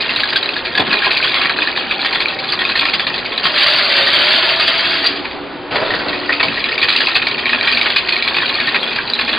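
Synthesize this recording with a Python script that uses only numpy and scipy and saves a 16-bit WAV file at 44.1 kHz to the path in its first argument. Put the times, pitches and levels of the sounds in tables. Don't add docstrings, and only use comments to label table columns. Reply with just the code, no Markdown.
import sys
import numpy as np
from scipy import signal
from scipy.fft import rfft, irfft, next_fast_len
from scipy.io import wavfile
from scipy.ndimage import uniform_filter1d, minimum_filter1d, map_coordinates

SR = 44100
rng = np.random.default_rng(int(sys.argv[2]) if len(sys.argv) > 2 else 0)


def wrap_up_sound(samples):
    columns = np.atleast_2d(samples).T
    tamed = np.clip(columns, -1, 1)
    steps = np.round(tamed * 32767).astype(np.int16)
    wavfile.write(sys.argv[1], SR, steps)


N = 413658

EDGE_HZ, TOP_HZ = 4930, 15000
POUR_S, POUR_END_S, RESTART_S = 3.53, 5.027, 5.705


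def amp(db):
    return 10 ** (np.asarray(db) / 20)


def unit(x, axis=None):
    return x / np.sqrt(np.mean(x ** 2, axis=axis, keepdims=True) + 1e-20)


def along(points, hz):
    f, v = np.transpose(points)
    return np.interp(np.log(hz + 1), np.log(f + 1), v)


def during(rows, fade=0.2):
    start, stop = rows[0][0], rows[-1][0]
    return np.interp(np.arange(N) / SR, [start - fade, start, stop, stop + fade], [0, 1, 1, 0])


def wobble(rate):
    knots = rng.standard_normal(int(N * rate / SR) + 4)
    return map_coordinates(knots, [np.arange(N) * rate / SR])


def filtered(x, response):
    n = x.shape[-1]
    m = next_fast_len(n + n // 4)
    return irfft(rfft(x, m) * response(np.fft.rfftfreq(m, 1 / SR)), m)[..., :n]


def body(modes, f):
    return 1 + sum(amp(db) * 1j * f * w / (c * c - f * f + 1j * f * w) for c, w, db in modes)


def place(times, sounds):
    index = np.round(np.abs(times) * SR).astype(int)[:, None] + np.arange(sounds.shape[1])
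    return np.bincount(index.ravel(), sounds.ravel(), N)[:N]


def fuzzy(phase, fuzz, rate):
    in_phase = (1 + fuzz * wobble(rate)) * np.sin(phase)
    return unit(in_phase + fuzz * wobble(rate) * np.cos(phase))


def tone(rows, rate):
    s, hz, db = np.transpose(rows)
    t = np.arange(N) / SR
    phase = 2 * np.pi * np.cumsum(np.interp(t, s, hz)) / SR
    line = fuzzy(phase, fuzz=.5, rate=rate)
    return during(rows) * amp(np.interp(t, s, db)) * line


def contacts(rate, spread_db, t60, size=512):
    count = int(rate * N / SR)
    when, pitch, force, phase = rng.random((count, 4)).T
    t = np.arange(size) / SR
    hz = 300 + pitch * (EDGE_HZ - 300)
    decay = amp(spread_db * force[:, None] ** 2 - 60 * t / t60)
    pings = np.sin(2 * np.pi * (hz[:, None] * t + phase[:, None])) * decay
    return unit(place(when * N / SR, pings))


def scraping(rate, spread_db, t60, size=1024):
    when, force = rng.random((int(rate * N / SR), 2)).T
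    t = np.arange(size) / SR
    power = place(when * N / SR, amp(spread_db * force[:, None] ** 2 - 60 * t / t60) ** 2)
    return unit(np.sqrt(power) * rng.standard_normal(N))


def flow(start, stop, attack_s, db, sag_db_per_s, release_db_per_s):
    t = np.arange(N) / SR
    fall_db = sag_db_per_s * np.maximum(t - start, 0) + release_db_per_s * np.maximum(t - stop, 0)
    return np.clip((t - start) / attack_s, 0, 1) * amp(db - fall_db)


RUMBLE_DB, RUMBLE_HZ = -51.5, 110


def rumble():
    noise = rng.standard_normal(N)
    return amp(RUMBLE_DB) * unit(filtered(noise, lambda f: 1 / (1 + (f / RUMBLE_HZ) ** 4)))


def room(x, t60, size=8192):
    count = N // size + 1
    t = np.arange(size) / SR
    tails = rng.standard_normal((count, size)) * amp(-60 * t / t60) * (1 - np.exp(-t / 0.00076))
    tails = unit(tails, axis=1) / np.sqrt(size)
    blocks = np.pad(x, (0, count * size - N)).reshape(count, size)
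    return place(np.arange(count) * size / SR, signal.fftconvolve(blocks, tails, axes=1))


# (f/Hz, level/dB)
HUM = [(60, -53), (364, -40), (408, -45), (657, -49)]
# (f/Hz, relative level/dB per Hz)
FAN = [(25, -23.5), (86, -17), (130, -12), (208, -11.5), (249, -6), (339, -6.5), (380, -6.5), (575, -7.5),
       (1050, -10), (4900, -25), (6370, -100)]
FAN_DB = -28.5


def motor():
    t = np.arange(N) / SR
    fan = unit(filtered(rng.standard_normal(N), lambda f: amp(along(FAN, f))))
    lines = sum(amp(db) * fuzzy(2 * np.pi * hz * t, fuzz=.45, rate=26) for hz, db in HUM)
    return amp(FAN_DB) * fan + lines


# (t/s, f/Hz, level/dB)
SINKING = [(4.6, 280, -39), (5.6, 295, -39), (6.4, 288, -35), (7.1, 258, -46), (7.42, 248, -33),
           (7.7, 245, -42), (8.4, 239, -45), (8.8, 236, -35), (9.38, 232, -39)]


def sinking_hum():
    return tone(SINKING, rate=34)


# (t/s, f/Hz, level/dB)
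WHINE = [(1.45, 778, -46), (1.8, 778, -38.5), (3.0, 780, -40), (3.3, 778, -48), (5.6, 780, -44)]


def drive_whine():
    return tone(WHINE, rate=49)


# (t/s, level/dB, 60 dB decay t/s, centre f/Hz)
KNOCKS = [(.776, -16.5, 0.12, 600), (.794, -10.5, 0.19, 480), (0.799, -21, 0.086, 130),
          (.875, -19.5, 0.17, 302), (.935, -17, 0.24, 790), (1.066, -15.5, .13, 760),
          (5.757, -11.5, 0.064, 900), (5.812, -17, .16, 620), (6.43, -9.5, 0.12, 1110),
          (6.438, -27, 0.47, 150)]
# (f/Hz, width/Hz, level/dB)
FRAME = [(132, 40, 16), (221, 34, 14), (394, 27, 13.7), (654, 40, 14.4), (805, 45, 17), (1004, 54, 12)]


def knocks(size=8192):
    s, db, t60, centre_hz = np.transpose(KNOCKS)[:, :, None]
    t = np.arange(size) / SR

    def colour(f):
        band = 1 / (1 + (1.4 * np.log((f + 1) / centre_hz)) ** 4) ** .5
        return body(FRAME, f) * band / (1 + (f / 1500) ** 4)

    thud = unit(filtered(rng.standard_normal((len(s), size)), colour), axis=1)
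    return place(s[:, 0], thud * amp(db - 60 * t / t60) * (1 - np.exp(-t / 0.00057)))


# (f/Hz, relative level/dB per Hz)
FEED = [(40, -19), (200, -12.5), (330, -11.5), (480, -2.5), (850, -8.5), (1900, -9.5), (2800, -16)]


def tumble():
    grains = scraping(rate=600, spread_db=5, t60=.035)
    drop = flow(RESTART_S, stop=6.13, attack_s=0.021, db=-14.5, sag_db_per_s=18, release_db_per_s=48)
    return drop * unit(filtered(grains, lambda f: amp(along(FEED, f))))


# (t/s, f/Hz, level/dB)
HOOT = [(3.56, 610, -33), (3.8, 590, -34), (4.05, 545, -30), (4.22, 580, -30), (4.36, 645, -30),
        (4.6, 660, -30), (4.85, 662, -39)]


def chute_hoot():
    return tone(HOOT, rate=170)


# (t/s, level/dB)
SURGES = [(3.43, -14), (3.49, -18.5), (3.536, -14), (3.572, -10), (3.66, -10), (3.725, -16), (3.785, -12.5),
          (3.91, -13), (3.954, -10.5), (3.98, -13), (4.06, -12.5), (4.133, -7), (4.195, -10.5),
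          (4.265, -11.5), (4.305, -10), (4.345, -12), (4.419, -13), (4.485, -11.5), (4.592, -11),
          (4.67, -10), (4.782, -14.5), (4.84, -15), (4.925, -15.5), (5.036, -13)]


def surges(attack_s=0.0035, t60=0.38):
    t = np.arange(SR // 2) / SR
    s, db = np.transpose(SURGES)
    clumps = amp(db[:, None] - 60 * t / t60) * (1 - np.exp(-t / attack_s))
    return np.sqrt(place(s, clumps ** 2))


# (f/Hz, relative level/dB per Hz)
CHUTE = [(250, -31), (470, -21), (600, -3.5), (750, -6), (1100, -3.5), (1700, 1.5), (4900, 1)]
# (f/Hz, width/Hz, level/dB)
DUCT = [(659, 16, 2), (1690, 68, -11.5), (3280, 99, -8), (3550, 75, -4.5), (4140, 54, -6), (4550, 180, -3)]


def pour():
    ticks = contacts(rate=3200, spread_db=9, t60=.014)
    grains = ticks + scraping(rate=1100, spread_db=7, t60=.018)
    colour = lambda f: amp(along(CHUTE, f)) * body(DUCT, f) * (f < EDGE_HZ)
    stream = unit(filtered(grains, colour))
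    bulk = flow(POUR_S, POUR_END_S, attack_s=0.06, db=-15.0, sag_db_per_s=3.0, release_db_per_s=51.5)
    return np.hypot(bulk, surges()) * stream


# (t/s, relative level/dB)
JOSTLE = [
    [(0.0, -18), (0.7, -23), (0.94, -18.5), (1.32, -14.5), (1.82, -20), (2.14, -17.5), (2.39, -23),
     (2.81, -17.5), (3.2, -22), (3.4, -22)],
    [(5.78, -24), (5.9, -20.5), (6.25, -23), (7.06, -15), (7.28, -21), (7.73, -14.5), (8.03, -19.5),
     (8.64, -16.5), (9.05, -24), (9.38, -16.5)],
]
DRAIN_DB_PER_S = 38


def crowd_db(t):
    before, after = (np.interp(t, *np.transpose(rows)) for rows in JOSTLE)
    drained = before - DRAIN_DB_PER_S * np.maximum(t - POUR_END_S, 0)
    return np.where(t < RESTART_S, drained, after)


SETTLE_DB_PER_S, SETTLE_S = 29.5, .08


def settling_db():
    t = np.arange(N) / SR
    hits = np.transpose(STRIKES)[0]
    since = t - hits[np.maximum(np.searchsorted(hits, t) - 1, 0)]
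    return uniform_filter1d(-SETTLE_DB_PER_S * np.clip(since, 0, SETTLE_S), size=200)


# (f/Hz, relative level/dB per Hz)
CROWD = [(150, -46.5), (500, -14), (1300, -4), (1700, -2), (2100, -4), (2500, 1), (3000, -3), (5000, -3)]


def jostle():
    ticks = contacts(rate=800, spread_db=9, t60=.014)
    grains = ticks + scraping(rate=300, spread_db=4.0, t60=0.024)
    crowd = unit(filtered(grains, lambda f: amp(along(CROWD, f)) * (f < EDGE_HZ)))
    return amp(crowd_db(np.arange(N) / SR) + settling_db() - 1.7) * crowd


LIGHT_PER_S, CLEAR_S = 10, .04
LIGHT_DB, LIGHT_SPREAD_DB, LIGHT_RATTLE_DB = 14, 2, 4.5
LIGHT_DETUNE = 0.066


def light_strikes():
    count = int(LIGHT_PER_S * N / SR)
    slip, part, force, spot = rng.random((count, 4)).T
    hard_s, _, hard_hz, _, hard_bright = np.transpose(STRIKES)
    pick = (part * len(hard_hz)).astype(int)
    s = (np.arange(count) + slip) / LIGHT_PER_S
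    db = crowd_db(s) + LIGHT_SPREAD_DB * (2 * force - 1)
    hz = hard_hz[pick] * (1 + LIGHT_DETUNE * (2 * spot - 1))
    rows = np.transpose([s, db + LIGHT_DB, hz, db + LIGHT_RATTLE_DB, hard_bright[pick]])
    return rows[np.abs(s[:, None] - hard_s).min(axis=1) > CLEAR_S]


CREST_DB = 14.5
LONE_DB, LONE_SHORTENS = 13.5, .4
CRACK_T60_S = .03
BOWL_SCATTER_DB = 4
# (t/s, peak level/dB, ring f/Hz, relative rattle level/dB, brightness/dB per octave)
STRIKES = [(0.006, -1, 2460, -13, 27), (0.092, 0, 2710, -8, 1.5), (0.16, 2, 3940, -11.5, 3.5),
           (0.195, -5.5, 2320, -11, 4), (0.234, 11, 1654, -10.5, 2.5), (0.288, -4.5, 2410, -14.5, 14.5),
           (0.324, -7.5, 1580, -12, 0), (0.358, 5.5, 1572, -5.5, 6.5), (0.427, -1, 3910, -16, 3.5),
           (0.458, -1.5, 3970, -23, 5), (0.490, 1, 2570, -24, -4), (0.535, -6, 3210, -20, 11),
           (0.564, 0, 1706, -17.5, 8), (0.65, -8.5, 1644, -12.5, 6.5), (0.669, -4, 2380, -23, -8.5),
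           (0.751, 1, 1650, -13.5, 2.5), (0.774, -3.5, 1690, -6.5, 1), (0.8, 0.5, 3420, -9.5, -2.5),
           (0.866, -6.5, 3330, -12, -2), (0.907, -3.5, 2540, -11.5, -3.5), (0.926, 0, 1660, -5.5, 0),
           (0.97, 0.5, 2430, -22, -3.5), (1.02, -1, 1640, -13.5, -0.5), (1.044, 3.5, 2405, -6, 1),
           (1.065, 0.5, 1650, -19.5, -1), (1.106, 0, 2540, -8, 1.5), (1.166, -1, 2450, -9.5, 7),
           (1.226, 0.5, 2430, -14, -1), (1.242, -3.5, 3300, -13.5, -3.5), (1.341, -3, 2430, -7.5, 0),
           (1.378, -5, 3400, -9, -5.5), (1.413, 1.5, 2510, -7.5, -3), (1.447, -1.5, 2330, -7, -6.5),
           (1.495, 1.5, 1680, -8, -10), (1.587, 2.5, 1643, -18, -3.5), (1.619, 1, 2535, -8, 2.5),
           (1.672, 0.5, 1760, -13.5, 3.5), (1.761, -6, 3700, -8, -2.5), (1.91, 2.5, 2550, -9, -1),
           (1.993, -5.5, 2330, -15.5, 3.5), (2.016, -1, 4080, -20.5, 7.5), (2.046, -6.5, 3180, -7.5, -1.5),
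           (2.126, -2.5, 2460, -13.5, 0.5), (2.148, -1.5, 3520, -9.5, -3.5), (2.202, 1.5, 2390, -9, 1),
           (2.257, 8, 2400, -25, -3.5), (2.283, -1.5, 3880, -15.5, -2), (2.388, -3, 2290, -16.5, 11),
           (2.44, -5, 4030, -19.5, -1), (2.488, -7, 3470, -16, 9), (2.521, 0.5, 4650, -9, 0),
           (2.59, -2.5, 3340, -15.5, -2.5), (2.608, -8, 1846, -11.5, -1.5), (2.651, 5, 2480, -23, 11),
           (2.69, -3, 4040, -8.5, -1), (2.754, 1.5, 1830, -8.5, 2.5), (2.791, 2.5, 2540, -7.5, 8),
           (2.813, -5, 2400, -10, -4.5), (2.851, -7, 2345, -10.5, 0.5), (2.885, -2, 2480, -14, 0.5),
           (2.934, -8, 1890, -9, 3), (2.995, 0.5, 2400, -10.5, -0.5), (3.067, 1.5, 3710, -11.5, -2),
           (3.14, -3.5, 3260, -12, 0.5), (3.179, -6, 4030, -15, 0.5), (3.377, 3, 3980, -13.5, 0.5),
           (3.451, -2, 3160, -2, -3.5), (3.623, 1.5, 3070, -4, 4.5), (5.061, 7, 4670, -7, 9),
           (5.247, -11, 2560, -18.5, -7), (5.31, -16, 2510, -19.5, 1), (5.756, -8, 1980, -11, -1.5),
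           (5.905, -3.5, 1880, -19.5, 5.5), (5.937, -1.5, 1840, -16, -5), (6.082, -6.5, 4200, -20, -3.5),
           (6.128, -7.5, 1890, -17, -9), (6.288, -12.5, 1850, -9.5, -8), (6.322, -2.5, 2485, -7.5, 0),
           (6.397, 0, 2500, -5.5, -5.5), (6.429, 9, 2274, -5.5, 2.5), (6.483, 2, 2560, -20.5, 1),
           (6.517, -8, 2500, -16.5, -4), (6.573, -4, 1890, -16, -2), (6.641, 6.5, 2430, -21, 5),
           (6.686, -6.5, 1820, -20.5, 3), (6.719, -2, 2280, -21.5, 12), (6.779, 2.5, 2380, -19, 2),
           (6.815, 0, 2370, -11, 1), (6.827, -0.5, 2480, -2.5, 1.5), (6.884, 0, 2390, -5, 4.5),
           (6.923, 0, 2580, -10.5, 5), (6.961, 7, 2640, -5.5, 8), (7.003, -3.5, 1690, -3.5, 0.5),
           (7.07, 5.5, 2580, -16, 6), (7.085, 0, 2570, -15, -0.5), (7.153, 6, 2590, -0.5, 1),
           (7.217, -0.5, 2490, -13.5, -1), (7.268, 2, 2370, -10, 1), (7.312, 0, 2300, -20.5, 6.5),
           (7.379, -3.5, 2380, -16.5, 5.5), (7.456, 5, 2350, -13, -2), (7.492, 1.5, 2250, -11, 1.5),
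           (7.529, -3.5, 2540, -4, -4.5), (7.61, 6.5, 2350, -19.5, 0), (7.64, -6.5, 2530, -14.5, -5),
           (7.672, 2.5, 2360, 2.5, -1), (7.722, -0.5, 2380, -17.5, 5.5), (7.771, 6.5, 2350, -12.5, 0.5),
           (7.813, 9, 2310, -13.5, 8), (7.857, -7.5, 2380, -7.5, -4), (7.897, -9.5, 2390, -9.5, 1),
           (7.961, 7, 2450, 0, 4.5), (8.085, -2, 2480, -10, 1.5), (8.123, 3.5, 2470, -12, 2.5),
           (8.164, 2, 2270, -17, 4), (8.224, 10.5, 2350, -11, 8), (8.276, 3.5, 2310, -11, 2.5),
           (8.343, -0.5, 2320, -13.5, 0), (8.363, -4, 2540, -6.5, -2), (8.417, -1.5, 1670, -11, -5.5),
           (8.458, -3.5, 2450, -24.5, 4.5), (8.494, -0.5, 4050, -20, 1.5), (8.55, -3, 2340, -14.5, 1),
           (8.599, -3.5, 2360, -8.5, -1.5), (8.673, -1, 1830, -9.5, 0.5), (8.744, -1.5, 2520, -4.5, -4.5),
           (8.829, -0.5, 3330, -13, -5), (8.875, -6, 3460, -20, 3.5), (8.914, -6.5, 2410, -14, 4),
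           (8.96, -2, 2330, -12, 0.5), (8.986, 1, 1630, -16, -7.5), (9.075, -4, 4060, -21.5, 13.5),
           (9.099, -1, 4680, -25, 4.5), (9.135, 11.5, 3990, -11, 3.5), (9.189, 0, 2520, -8.5, -0.5),
           (9.209, -10, 3400, -10, -3), (9.279, -2.5, 2406, -8.5, -1), (9.329, 0.5, 3410, -11, -5.5)]
# (f/Hz, relative level/dB, usual 60 dB decay t/s)
PILL = [(1660, -10, .018), (2380, -3, .024), (3950, 0, .017)]
# (f/Hz, relative level/dB per Hz)
CLICK = [(150, -13.5), (500, -9), (1000, -3), (1700, 1.5), (2500, 2), (3000, 0), (4200, 1), (5000, 1)]
# (f/Hz, width/Hz, level/dB)
BOWL = [(1087, 27, 1.5), (1673, 29, -8.5), (1859, 45, 2), (2507, 66, -8.5), (3390, 130, -4),
        (4230, 160, -6.5)]


def strikes(rattle_db=-4.5, rattle_t60=0.066, ring_t60=0.032, scatter=0.044, size=4096):
    s, db, ring_hz, after_db, bright = np.vstack([STRIKES, light_strikes()]).T[:, :, None]
    t = np.arange(size) / SR
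    rise = 1 - np.exp(-(t / .0012) ** 2)
    age = t / np.clip(amp(LONE_SHORTENS * (after_db - db + LONE_DB)), .4, 1.3)

    def head(x):
        return x / np.sqrt(np.mean(x[:, :SR // 160] ** 2, axis=1, keepdims=True))

    def tilt_db(f):
        return bright * np.log2(np.clip(f, 1500, EDGE_HZ) / 2500)

    def colour(f):
        click = amp(along(CLICK, f) + tilt_db(f)) * (f < EDGE_HZ)
        return click * body([(ring_hz, 170, 4)], f)

    def noise():
        return unit(filtered(rng.standard_normal((len(s), size)), colour), axis=1)

    crack = head(noise() * rise * amp(-60 * age / CRACK_T60_S))
    ring = head(np.sin(2 * np.pi * ring_hz * t) * rise * amp(-60 * age / ring_t60))
    pill = 0
    for hz, mode_db, life in PILL:
        detune, strength = rng.standard_normal((len(s), 2)).T[:, :, None]
        level = amp(mode_db + tilt_db(hz) + 2 * strength - 60 * age / life)
        pill = pill + level * np.cos(2 * np.pi * hz * (1 + scatter * detune) * t)
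    blow = head(amp(-7) * crack + amp(2) * ring + head(pill * rise))

    lumps = unit(uniform_filter1d(rng.standard_normal((len(s), size)), size=200, axis=1), axis=1)
    rebounds = unit(noise() * amp(3.96 * lumps), axis=1)
    rattle_gain = amp(rattle_db + after_db - 60 * (t / rattle_t60) ** 2)
    rattle = rebounds * (1 - np.exp(-(t / 0.0029) ** 2)) * rattle_gain

    spots = BOWL_SCATTER_DB * rng.standard_normal((len(s), len(BOWL))).T[:, :, None]
    bowl = [(hz, width, mode_db + spot) for (hz, width, mode_db), spot in zip(BOWL, spots)]
    return place(s[:, 0], filtered(amp(db - CREST_DB) * blow + rattle, lambda f: body(bowl, f)))


# (f/Hz, side level/dB)
WIDTH = [(60, -12), (300, -8.5), (1450, -14), (2160, -13), (3220, -5), (4800, -32)]


def scene():
    ringing_crowd = filtered(jostle(), lambda f: body(BOWL, f))
    clatter = amp(-1.38) * (strikes() + ringing_crowd)
    machine = motor() + knocks() + sinking_hum() + drive_whine()
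    near = clatter + pour() + chute_hoot() + tumble() + machine
    mid = near + amp(-10) * room(near, t60=0.13)
    side = filtered(room(near, t60=0.11), lambda f: amp(along(WIDTH, f))) + rumble()
    return np.array([mid + side, mid - side])


def sheen(x, grows=1.55):
    bright = filtered(x, lambda f: f > 3000)
    loudness = np.sqrt(np.abs(uniform_filter1d(bright ** 2, size=400)))
    air = [(5000, 18), (6200, -0.5), (8300, 9.0), (14500, -3.5)]  # (f/Hz, relative level/dB per Hz)
    fizz = filtered(rng.standard_normal(N), lambda f: amp(along(air, f)) * (f > EDGE_HZ))
    return amp(-26.5) * loudness ** grows * unit(fizz)


CEILING_DB, RELEASE_DB_PER_S = -.5, 300


def record(dry):
    narrow = filtered(dry, lambda f: 1 / np.sqrt(1 + (f / EDGE_HZ) ** 110))
    peak_db = 20 * np.log10(np.abs(narrow).max(axis=0) + 1e-9)
    over_db = np.maximum(peak_db - CEILING_DB, 0)
    recovery = RELEASE_DB_PER_S * np.arange(N) / SR
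    gain = amp(recovery - np.maximum.accumulate(over_db + recovery))
    held = narrow * uniform_filter1d(minimum_filter1d(gain, size=50), size=44)
    return filtered(held + sheen(held[0]), lambda f: f < TOP_HZ)


dry = scene()
out = record(dry)
wrap_up_sound(out)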